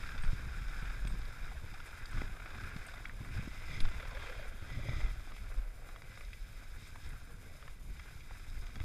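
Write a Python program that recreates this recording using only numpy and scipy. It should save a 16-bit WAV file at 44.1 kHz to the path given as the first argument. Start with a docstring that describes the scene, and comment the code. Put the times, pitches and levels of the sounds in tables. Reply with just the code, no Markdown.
"""Skis on packed snow

Heard from a camera worn by the skier: everything is close, and only the spray has stereo width.
Bases, edges and packing snow are random grains ringing resonances, pulsed by ridges and pushes.
Slaps, knocks and ticks are short bursts or rings; groans are rough tones; carving edges sing.
Wind on the microphone is filtered noise with a throb and single low-pitched eddies.
"""
import sys
import numpy as np
from scipy import signal
from scipy.fft import rfft, irfft
from scipy.io import wavfile
from scipy.ndimage import uniform_filter1d, map_coordinates

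SR = 44100
rng = np.random.default_rng(int(sys.argv[2]) if len(sys.argv) > 2 else 0)


def inscribe(sig):
    """Save sig as 16-bit PCM at rate SR to the path in sys.argv[1].

    A 1-D sig is mono; a 2-D sig holds one channel per row.
    Samples are clipped to [-1, 1] before scaling.
    """
    pcm = np.round(np.clip(np.atleast_2d(sig).T, -1, 1) * 32767)
    wavfile.write(sys.argv[1], SR, pcm.astype(np.int16))


N = 389844
TIME = np.arange(N) / SR
TAPS = 8192  # length of the filter design [samples]
HZ = np.fft.rfftfreq(TAPS, 1 / SR)


def gain_of(db):
    """Decibels to amplitude."""
    return 10 ** (np.asarray(db) / 20)


def evened(x):
    """Scales to rms 1."""
    return x / np.sqrt(np.mean(x ** 2) + 1e-20)


def curve(rows, axis=1):
    """One column of a control table, joined by straight lines, at every sample."""
    rows = np.asarray(rows)
    return np.interp(TIME, rows[:, 0], rows[:, axis])


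def swell(events, axis):
    """Smooth rises and falls [dB] for (centre, length, ..) rows, as high as the given column."""
    total_db = 0
    for row in events:
        half_turns = np.clip((TIME - row[0]) / row[1], -.5, .5)
        total_db = total_db + row[axis] * np.cos(np.pi * half_turns)
    return total_db


def read(points, hz=HZ):
    """A spectrum table on a log-frequency axis."""
    f, value = np.transpose(points)
    return np.interp(np.log(hz + 1), np.log(f + 1), value)


def add(mix, s, sound):
    """Mixes a sound in at time s."""
    part = mix[max(round(s * SR), 0):][:len(sound)]
    part += sound[:len(part)]


def body(modes):
    """Gain over frequency of steep-sided resonances, their powers summed."""
    power = 0
    for f, width, db in modes:
        detuning = (HZ ** 2 - f ** 2) / (2 * (HZ + 1) * width)
        power = power + (gain_of(db) / (1 + detuning ** 2 * 2)) ** 2
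    return np.sqrt(power)


def colour(x, gain):
    """Minimum-phase filter with the given gain over frequency, scaled to a top gain of 1."""
    log_gain = np.log(np.maximum(gain / gain.max(), 1e-5))
    circle = np.concatenate([log_gain, log_gain[-2:0:-1]])
    response = irfft(np.exp(np.conj(signal.hilbert(circle)))[:len(HZ)])
    return signal.fftconvolve(x, response[:TAPS // 2])[:len(x)]


def wander(rate_hz):
    """Slow chance of rms 1, up to about the given rate."""
    hz = np.fft.rfftfreq(N, 1 / SR)
    shape = hz / (hz + 2) / (1 + (hz / rate_hz) ** 4)
    return evened(irfft(rfft(rng.standard_normal(N)) * shape, N))


def grains(per_s, spread_db, smooth):
    """Snow crystals breaking: clicks of uneven size over a smooth rub."""
    size = gain_of(spread_db * np.minimum(rng.exponential(1, N), 4))
    clicks = size * rng.choice([-1, 1], N) * (rng.random(N) < per_s / SR)
    return evened(evened(clicks) + smooth * rng.standard_normal(N))


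def rub(drive, gain, pressure_db):
    """A drive, pulsed by the pressure, rings a resonant body; rms 1."""
    return evened(colour(drive * gain_of(pressure_db), gain))


def flex(x, share, rate_hz):
    """The skis bend, so their resonances slide up and down by a small share."""
    position = np.cumsum(1 + share * wander(rate_hz))
    return map_coordinates(x, [position], order=3, mode="mirror")


# ridges in the track: (time [s], depth of the chatter [dB], mean rate [ridges/s])
RIDGES = [(0, 0.5, 35.5), (.36, 0.5, 31.5), (2.1, 2, 35.8), (4.4, 1.5, 30), (6.6, 0, 51), (8.84, -1.5, 49)]


def contact(jitter=0.4, lumps_db=0.18):
    """Pressure of the skis on the snow in dB: nearly regular ridges and random lumps."""
    turns = np.cumsum(curve(RIDGES, axis=2) * (1 + jitter * wander(33.6))) / SR
    return curve(RIDGES) * np.cos(2 * np.pi * turns) + lumps_db * wander(55)


# levels along the run, before the trims and pushes:
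# (time [s], bases sliding [dB], edges scraping [dB], treble bite of the edges [dB], snow packing [dB])
SNOW = [(0.0, -51, -56.5, -59, -60), (2.09, -57, -63, -66, -64), (2.21, -52, -57.5, -59, -54),
        (2.29, -56, -60.5, -64.5, -59.5), (3.54, -59, -58.5, -63.5, -61.5), (3.84, -57, -56, -60.5, -59),
        (4.43, -56, -55.5, -61.5, -58.5), (4.53, -59, -62, -66, -62), (4.95, -59, -60, -61.5, -58),
        (5.22, -61.5, -62.5, -65, -59.5), (5.71, -64.5, -67.5, -71.5, -63.5), (5.96, -64.5, -64, -69, -63),
        (6.38, -66.5, -63, -66, -71.5), (6.92, -61.5, -70.5, -70, -62.5), (7.85, -68.5, -63.5, -68, -69.5),
        (8.69, -63.5, -65.5, -65.5, -64), (8.84, -65, -63, -66.5, -63)]
# pressing into the snow (+) or going light (-):
# (centre time [s], length [s], change on the bases [dB], change on the edges [dB])
PUSHES = [(.42, 0.62, -3, -3), (.85, 0.14, 4.5, 2.5), (1.2, 0.47, -3.5, -2.5), (1.63, 0.3, -3.5, 0),
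          (1.86, 0.15, 0.5, 2.5), (2.66, 0.5, 3.5, 2), (3.12, 0.3, -6.5, -5.5), (3.37, 0.18, 3.5, 2),
          (3.73, 0.23, 1.5, 3), (5.36, 0.097, -7, 3), (6.48, 0.29, -1, -2.5), (6.6, 0.13, 4, 2.5),
          (6.85, 0.19, -2, 10.5), (6.96, .11, 1, 7), (7.045, 0.12, 0.5, 10), (7.33, .1, 4, -1),
          (7.8, 0.29, -1.5, -5.5), (7.96, 0.072, 1, -2), (8.07, 0.1, 7.5, -0.5), (8.34, 0.17, 5.5, -0.5)]
# weight on the edges, which deepens the rasp: (time [s], share [0-1])
WEIGHT = [(0, 0.2), (3.7, 0.23), (4.2, 0.68), (5.6, 0.16)]
# resonances of skis and camera housing under sliding, scraping and packing:
# (frequency [Hz], width [Hz], relative level [dB])
BASE_MODES = [(1430, 247, -0.5), (1600, 200, 0), (2400, 260, -7.5), (854, 210, -14)]
EDGE_MODES = [(2031, 44, 5.3), (2248, 440, 1)]
CRUNCH_MODES = [(310, 247, -2), (520, 440, -12), (700, 190, -2), (1210, 450, -1.5)]
# a lightly and a heavily loaded edge: (frequency [Hz], width [Hz], relative level [dB])
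LIGHT_MODES = [(3713, 390, 2.5), (4816, 310, -0.5), (5190, 270, 1.5), (6520, 3200, -8)]
HEAVY_MODES = [(3224, 135, 2.5), (3574, 400, 0), (4580, 710, -9), (6400, 1450, -15.5)]
BASE_DB, SCRAPE_DB, BITE_DB, CRUNCH_DB = 0, -0.5, 0, -2.5  # trim of each kind of rubbing


def skis(pressure_db, uneven_db=1.0):
    """Bases sing, edges rasp and deepen under weight, and the snow crunches beneath."""
    glide_db, edge_db, bite_db, crunch_db = (curve(SNOW, axis=k) for k in range(1, 5))
    flat_db, edging_db = swell(PUSHES, axis=2), swell(PUSHES, axis=3)

    bases = rub(grains(650, 2.2, 0.56), body(BASE_MODES), pressure_db + 1.0 * wander(60))
    bases = flex(bases, 0.01716, 20.05)
    crunch = rub(grains(700, 4.1, 0.57), body(CRUNCH_MODES), 1.9 * pressure_db + 2.1 * wander(27))
    scrape = rub(grains(1200, 2.5, 0.73), body(EDGE_MODES), 1.0 * pressure_db + 1.1 * wander(27))
    scrape = flex(scrape, 0.01414, 18.2)

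    light, heavy = (rub(grains(2500, 4.0, 1.0), body(modes), 0.21 * pressure_db + 1.18 * wander(21))
                    for modes in (LIGHT_MODES, HEAVY_MODES))
    weight = np.clip(curve(WEIGHT), 0, 1)
    bite = np.sqrt(1 - weight) * light + np.sqrt(weight) * heavy  # equal-power crossfade

    rubbing = gain_of(BASE_DB + glide_db + flat_db) * bases
    rubbing += gain_of(SCRAPE_DB + edge_db + edging_db) * scrape
    rubbing += gain_of(BITE_DB + bite_db + 0.77 * edging_db) * bite
    rubbing += gain_of(CRUNCH_DB + crunch_db + 0.53 * flat_db) * crunch
    return gain_of(uneven_db * wander(4.0)) * rubbing


# softer snow packing with a dull scrunch: (time [s], level [dB])
SCRUNCH = [(3.7, -68), (4.05, -62.5), (4.45, -60), (4.6, -64.5), (4.9, -71), (5.2, -76), (5.5, -68),
           (5.8, -65), (5.98, -66.5), (6.12, -70), (7.2, -76), (7.5, -68), (7.75, -74)]
# hard-pressed snow creaking higher up: (time [s], level [dB])
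CREAK = [(3.9, -68), (4.0, -63.5), (4.17, -58), (4.3, -62), (4.45, -78)]
# resonances of the two: (frequency [Hz], width [Hz], relative level [dB])
SCRUNCH_MODES = [(495, 190, 5), (670, 103, 0.5)]
CREAK_MODES = [(1013, 300, 0)]


def scrunch(pressure_db, clump_db=1.0):
    """Soft snow collapses in coarse clumps, and creaks higher where it is pressed hard."""
    clumps_db = pressure_db + clump_db * wander(30)
    dull, creak = (flex(rub(grains(250, 2.3, 0.38), body(modes), clumps_db), 0.0517, 13.8)
                   for modes in (SCRUNCH_MODES, CREAK_MODES))
    return gain_of(curve(SCRUNCH)) * dull + gain_of(curve(CREAK)) * creak


# spectrum of the flying snow: (frequency [Hz], relative level [dB])
SPRAY_COLOUR = [(3290, -7), (5600, -10.5), (5770, -11.5), (6710, -3.5), (7300, -8.5), (8320, -7),
                (9040, -6), (11500, -4.5), (12900, -10), (14400, -9.5), (15300, -13.5)]
# likeness of left and right before the side signal is raised: (frequency [Hz], likeness [0-1])
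LIKENESS = [(60, 0.99), (150, 1.0), (380, 0.68), (950, 0.99), (2380, 1.0), (5980, 0.75), (15000, 0.92)]
SPRAY_DB, SPRAY_FOLLOW = -68.5, 0.061  # mean level, and the share of the edges' swell it follows


def spray(pressure_db):
    """Fine snow hisses in uneven puffs, slightly more as the edges bite, differing between sides."""
    puffs_db = 0.15 * pressure_db + 1.5 * wander(23)
    middle, other = (rub(grains(5000, 4.2, 1.0), gain_of(read(SPRAY_COLOUR)), puffs_db)
                     for _ in range(2))
    same = np.clip(read(LIKENESS), 0, .999)
    width = np.sqrt((1 - same) / (1 + same))  # side-to-middle ratio
    side = gain_of(2.0) * width.max() * colour(other, width)
    bite_db = curve(SNOW, axis=3) + swell(PUSHES, axis=3)
    level_db = SPRAY_DB + SPRAY_FOLLOW * (bite_db - bite_db.mean())
    return gain_of(level_db) * np.array([middle + side, middle - side])


# underlying airflow over the microphone: (time [s], rumble [dB], turbulent flutter [dB])
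WIND = [(0, -42.5, -49.5), (1.35, -41, -52.5), (1.85, -46.5, -59.5), (3.1, -48.5, -55.5), (4.2, -43, -59),
        (5.3, -45, -58.5), (6.1, -51.5, -58), (8.15, -49.5, -58), (8.84, -40, -55)]
# gusts on top of it: (centre time [s], length [s], rumble change [dB], flutter change [dB])
GUSTS = [(.26, 0.22, 6.5, -13), (.8, 0.57, 1, -2), (1.12, 0.21, 2, 3.5), (2.22, 0.26, 12, 11.5),
         (2.64, 0.3, 3, 9), (3.33, 0.48, 4.5, 8), (3.8, 0.41, 9, 13), (4.38, 0.38, 1, 1.5),
         (4.82, 0.46, 0, 12), (5.05, 0.41, 7.5, 7), (5.6, 0.3, 6.5, -5), (6.26, 0.15, 11, -6),
         (6.44, 0.086, 10.5, -3), (6.72, 0.15, 10, -6), (7.1, 0.32, 7, 0.5), (7.35, 0.23, 1.5, 5.5),
         (7.74, 0.13, 8, -4), (7.87, 0.2, 5, 5), (8.57, 0.16, 3.5, 2.5), (8.77, 0.092, 1, 3)]
# vortices shed by the camera: (time [s], throb level [dB], mean rate [vortices/s])
SHEDDING = [(0.3, -56, 45), (.42, -45, 59), (.7, -39, 33.4), (1.1, -35, 43), (1.35, -48, 40),
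            (1.8, -64, 40), (4.95, -53, 36), (5.08, -42, 34), (5.32, -51, 38), (5.6, -35.5, 36),
            (5.8, -47, 35.8), (6.0, -63, 29)]
# spectra of the wind noise: (frequency [Hz], relative level [dB])
RUMBLE_COLOUR = [(8, -11), (16, 5), (26, -1), (43, -4.5), (58, -10), (90, -17.5), (200, -53.5), (500, -71)]
FLUTTER_COLOUR = [(35, -13.5), (70, 0.5), (110, 0.5), (160, -8), (250, -13), (400, -23), (900, -56),
                  (3000, -78.5)]


def wind(lumpy_db=2.5):
    """Slow pressure swings and ragged turbulence follow airflow and gusts; shed vortices throb."""
    rumble = rub(rng.standard_normal(N), gain_of(read(RUMBLE_COLOUR)), 0)
    # evened out over 5000 samples, so that the airflow sets the strength of the rumble
    power = abs(signal.hilbert(rumble)) ** 2 / 2
    rumble = rumble / np.sqrt(uniform_filter1d(power, size=5000))
    flutter = rub(rng.standard_normal(N), gain_of(read(FLUTTER_COLOUR)), 2.77 * wander(25))
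    rumble_db = curve(WIND) + swell(GUSTS, axis=2) + lumpy_db * wander(13.2)
    flutter_db = curve(WIND, axis=2) + swell(GUSTS, axis=3)
    turns = np.cumsum(curve(SHEDDING, axis=2) * (1 + .12 * wander(7.3))) / SR
    throb = gain_of(curve(SHEDDING) + 3.4 * wander(5.6)) * np.sin(2 * np.pi * turns)
    return gain_of(rumble_db) * rumble + gain_of(flutter_db) * flutter + throb


# skis slapping over hard ridges: (time [s], level before the common trim [dB])
JUDDERS = [(0.032, -35.5), (.058, -36.5), (.089, -32), (.117, -36), (.149, -40), (0.178, -31), (.186, -34),
           (0.235, -31), (0.247, -35), (0.276, -34), (0.614, -43), (0.643, -46), (0.681, -37), (.794, -53),
           (.853, -39), (0.898, -35), (1.301, -45), (1.738, -38), (1.8, -36), (1.907, -41), (2.129, -33.5),
           (2.277, -39), (2.365, -41), (2.397, -39.5), (2.457, -35.5), (2.475, -38), (2.503, -36.5),
           (2.548, -42), (2.577, -41), (2.635, -34), (2.884, -35.5), (2.937, -36), (2.978, -38.5),
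           (3.851, -31), (3.884, -40), (3.917, -38), (3.945, -37), (3.998, -33), (4.025, -35), (4.049, -43),
           (4.073, -37), (4.109, -36), (4.148, -37.5), (4.171, -33), (4.296, -36), (4.323, -37),
           (4.394, -44), (4.425, -46)]
# resonances of a slapped ski: (frequency [Hz], width [Hz], relative level [dB])
SLAP_MODES = [(970, 470, -7), (1510, 305, 4), (2400, 370, -5.5), (3530, 400, -9), (5060, 680, -15.5)]


def judders(trim_db=-5.5, rise_s=0.0022, vary_db=2.0, shift=0.043):
    """Each slap is a short rasp of the ski, coloured a little differently as it bends."""
    out, t = np.zeros(N), np.arange(TAPS // 2) / SR
    for s, db in JUDDERS:
        bent = [(f * (1 + shift * rng.uniform(-1.1, 1)), width, mode_db + vary_db * rng.uniform(-0.85, 1))
                for f, width, mode_db in SLAP_MODES]
        rasp = colour(rng.standard_normal(len(t)) * t * np.exp(-t / rise_s), body(bent))
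        add(out, s, gain_of(db + trim_db) * rasp / abs(rasp).max())
    return out


def lift(depth_db=1.5, before_s=0.0064, after_s=0.017, width_s=0.0051):
    """The ski lightens just before each slap and again after it, so the rubbing dips."""
    airborne = 0
    for s, _ in JUDDERS:
        for shift in (-before_s, after_s):
            airborne = airborne + np.exp(-np.minimum(((TIME - s - shift) / width_s) ** 2, 50))
    return gain_of(-depth_db * np.minimum(airborne, 1))


# single eddies striking the microphone: (start time [s], approximate peak [dB], frequency [Hz])
EDDIES = [(0.163, -27.5, 13.4), (0.24, -22.5, 19.6), (.236, -35, 110), (0.326, -28.5, 105),
          (0.823, -35.5, 137), (1.046, -32.5, 142), (1.111, -42, 160), (1.135, -37.5, 130),
          (1.633, -34.5, 87), (2.152, -27, 26.6), (2.159, -39, 160), (2.216, -37, 246), (2.759, -36.5, 150),
          (3.199, -34.5, 86), (3.212, -41.5, 165), (3.313, -34, 58), (3.356, -33, 89), (3.377, -30, 90),
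          (3.389, -32, 144), (3.473, -37, 220), (3.763, -22.5, 11), (4.075, -40, 87), (4.617, -32.5, 76),
          (4.738, -36, 89), (4.767, -32.5, 100), (4.786, -37, 123), (4.884, -26.5, 108), (4.925, -32, 63),
          (4.955, -34, 63), (5.025, -21.5, 39.7), (5.570, -33, 40), (6.21, -49, 50), (7.124, -39.5, 87),
          (8.8, -31.5, 77)]


def eddies(cycles=0.82, ragged=0.19):
    """Each eddy pushes and pulls on the microphone once or twice, with ragged swirls in it."""
    out, t = np.zeros(N), np.arange(SR // 4) / SR
    for s, db, hz in EDDIES:
        age = hz * t / cycles  # the envelope peaks at age 1
        envelope = age ** 2 * np.exp(1 - age ** 2)
        swirls = evened(colour(rng.standard_normal(len(t)), 1 / (1 + (HZ / (1.7 * hz)) ** 2)))
        add(out, s, gain_of(db) * envelope * (np.sin(2 * np.pi * hz * t) + ragged * swirls))
    return out


# metal ticks of the poles and strap buckles:
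# (time [s], level before the ring and click trims [dB], ring frequency [Hz], ring t60 [s])
TICKS = [(.222, -55, 8500, 0.17), (1.074, -53, 8340, 0.14), (1.860, -50.5, 9050, 0.073),
         (2.056, -54, 7140, 0.025), (2.112, -53, 8400, 0.029), (2.865, -50.5, 8500, 0.082),
         (3.803, -49, 10700, 0.082), (6.874, -57, 8380, 0.062), (7.090, -53, 10400, 0.028)]


def ticks(ring_db=-4, click_t60=0.064, click_db=-1):
    """A dry click and a thin, rough metal ring."""
    out, t = np.zeros(N), np.arange(SR // 3) / SR
    for s, db, hz, t60 in TICKS:
        burst = rng.standard_normal(len(t)) * gain_of(-60 * t / click_t60)
        click = colour(burst, body([(3900, 400, -24), (8500, 3900, 10)]))
        shimmer = evened(colour(rng.standard_normal(len(t)), body([(hz, 200, 0)])))
        envelope = gain_of(-60 * t / t60) * (1 - np.exp(-t / 0.00076))
        ring = (.5 * np.sin(2 * np.pi * hz * t) + 0.93 * shimmer) * envelope
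        tick = gain_of(ring_db) * ring + gain_of(click_db) * click / abs(click).max()
        add(out, s, gain_of(db) * tick)
    return out


# skis, boots and poles knocking: (time [s], peak [dB], centre [Hz], breadth [octaves])
KNOCKS = [(1.051, -37, 3510, 3), (1.052, -49, 550, 1.3), (1.073, -36, 4570, 1.4), (1.216, -48, 4000, 0.22),
          (1.254, -45.5, 4180, 0.3), (2.057, -40, 4580, 0.25), (2.174, -40, 1500, 0.52),
          (2.216, -35, 2000, 1.1), (2.218, -32.5, 700, 1.6), (2.765, -38, 3000, 1.2),
          (3.053, -38, 1500, 0.099), (3.055, -34, 2100, 0.3), (3.056, -46, 3660, .5),
          (3.095, -39, 1640, 0.34), (3.249, -38, 1530, 0.6), (3.804, -30, 3900, 0.34),
          (4.887, -37.5, 396, 0.77), (5.32, -42.5, 1575, 1), (5.365, -44, 2090, 0.74),
          (5.889, -43.5, 1320, 1.1), (5.961, -40.5, 1703, 0.94), (6.02, -40, 1510, 1.5),
          (6.145, -51, 1640, 0.29), (6.175, -38.5, 1300, 1.13), (6.209, -42.5, 1600, 1.5),
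          (6.25, -48, 4430, .6), (6.331, -41.5, 2470, 0.27), (6.335, -45, 2900, .5),
          (6.958, -43.5, 1160, 0.7), (7.105, -44, 2060, 0.83), (7.626, -41.5, 1620, 1.13),
          (7.679, -41.5, 1290, 0.93), (7.996, -39.5, 1700, 0.93), (8.206, -46, 3200, .8),
          (8.309, -43.5, 750, 0.64), (8.668, -44, 2814, 1.9), (8.693, -48, 1495, 0.99),
          (8.757, -39, 2400, 2), (8.763, -46, 808, 1.06), (8.802, -38.5, 1900, 1), (8.815, -43, 1880, 0.82)]
# resonances of the gear: (frequency [Hz], width [Hz], relative level [dB])
KNOCK_MODES = [(560, 1140, 2.5), (1220, 160, 6), (1480, 120, -0.5), (1790, 180, -3), (2030, 155, 5.5),
               (2290, 150, 5), (2620, 150, -2.5), (3320, 94, 3.5), (3720, 260, -2), (4820, 370, -4),
               (6100, 1900, -10.5)]


def knocks(grit=0.2, vary_db=-0.5):
    """A blow and a short crumble of grit ring the gear around one region of its modes."""
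    out, t = np.zeros(N), np.arange(TAPS // 2) / SR
    crumble = gain_of(-60 * t / .02)  # falls 60 dB in 20 ms
    for s, db, hz, octaves in KNOCKS:
        blow = grit * rng.standard_normal(len(t)) * crumble + (t == 0)
        struck = [(f, width, mode_db + vary_db * rng.uniform(-1, 1)) for f, width, mode_db in KNOCK_MODES]
        region = 1 / (1 + (np.log2((HZ + 1) / hz) / octaves) ** 2)
        ring = colour(blow, body(struck) * region)
        add(out, s, gain_of(db) * ring / abs(ring).max())
    return out


# the snow giving way under the skis in hollow groans:
# (start time [s], length [s], level before the common trim [dB], middle pitch [Hz])
GROANS = [(1.514, 0.015, -47.5, 762), (1.55, 0.013, -53, 653), (1.738, .011, -52.5, 780),
          (2.868, .012, -50, 700), (2.937, .012, -53, 700), (3.997, 0.014, -48, 650),
          (4.026, 0.018, -49, 542), (4.109, .022, -52, 560), (4.147, 0.023, -50, 520),
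          (4.168, 0.018, -46.5, 573), (4.294, 0.017, -45, 520), (4.318, 0.019, -46, 524),
          (4.358, 0.019, -51, 473), (4.392, 0.013, -43, 620), (4.422, 0.018, -49.5, 560),
          (4.788, .017, -47, 587), (4.832, .014, -56, 545), (4.854, .017, -49, 540),
          (4.885, .014, -50, 600), (4.916, .012, -47, 520), (4.99, .03, -55, 582), (5.795, 0.02, -66, 520),
          (5.9, .04, -58, 520), (5.92, .03, -61, 770), (5.944, 0.046, -60.5, 670), (7.275, 0.065, -62, 473),
          (7.45, 0.053, -59, 445), (7.527, 0.045, -63, 609.5), (7.614, 0.054, -62, 574)]


def groans(trim_db=-2, sag=0.033, rough=0.19):
    """A short rough tone swells and fades, falling a little in pitch."""
    out = np.zeros(N)
    for s, length, db, hz in GROANS:
        age = np.linspace(0, 1, round(length * SR))
        creak = evened(colour(rng.standard_normal(TAPS), body([(hz, 220, 0), (2 * hz, 260, -3)])))
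        creak = creak[-len(age):]  # the end, where the resonance has built up
        tone = np.sin(2 * np.pi * np.cumsum(hz * (1 + sag * (.5 - age))) / SR)
        add(out, s, gain_of(db + trim_db) * np.sin(np.pi * age ** 0.89) * (tone + rough * creak))
    return out


# an edge singing as it carves: (centre time [s], length [s], song [dB], bright zing [dB])
CARVES = [(3.739, 0.13, -50.5, -58.5), (4.753, 0.2, -57, -63.5), (4.914, .22, -51.5, -59),
          (5.045, 0.16, -54.5, -70)]
# a carving edge and its bright overtones: (frequency [Hz], width [Hz], relative level [dB])
CARVE_MODES = [(2017, 130, 5), (2300, 170, -0.5), (1280, 110, -3), (594, 380, -11.5)]
ZING_MODES = [(3510, 450, 1.5), (5030, 220, 1), (6300, 730, -9.5)]


def carving(pressure_db, bend=0.01185, chatter=1.1, surge_db=1.5):
    """Each carve swells and fades: the edge sings, with a bright zing above it."""
    sing, zing = (flex(rub(grains(1500, 2.9, 1.0), body(modes), chatter * pressure_db), bend, 11.1)
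                  for modes in (CARVE_MODES, ZING_MODES))
    out = np.zeros(N)
    for s, length, sing_db, zing_db in CARVES:
        arch = np.maximum(1 - (2 * (TIME - s) / length) ** 2, 0)
        out += arch * (gain_of(sing_db) * sing + gain_of(zing_db) * zing)
    return out * gain_of(surge_db * wander(25))


def scene():
    """Everything is close and central; only the spray has some width."""
    pressure_db = contact()
    rubbing = lift() * (skis(pressure_db) + scrunch(pressure_db))
    sliding = rubbing + carving(pressure_db) + spray(pressure_db)
    return sliding + judders() + groans() + knocks() + ticks() + wind() + eddies()


def record(dry):
    """The camera's band limit: a steep low-pass at 15350 Hz."""
    lowpass = signal.firwin(511, 15350, window=("kaiser", 9), fs=SR)
    return signal.oaconvolve(dry, lowpass[None], "same")


dry = scene()
out = record(dry)
inscribe(out)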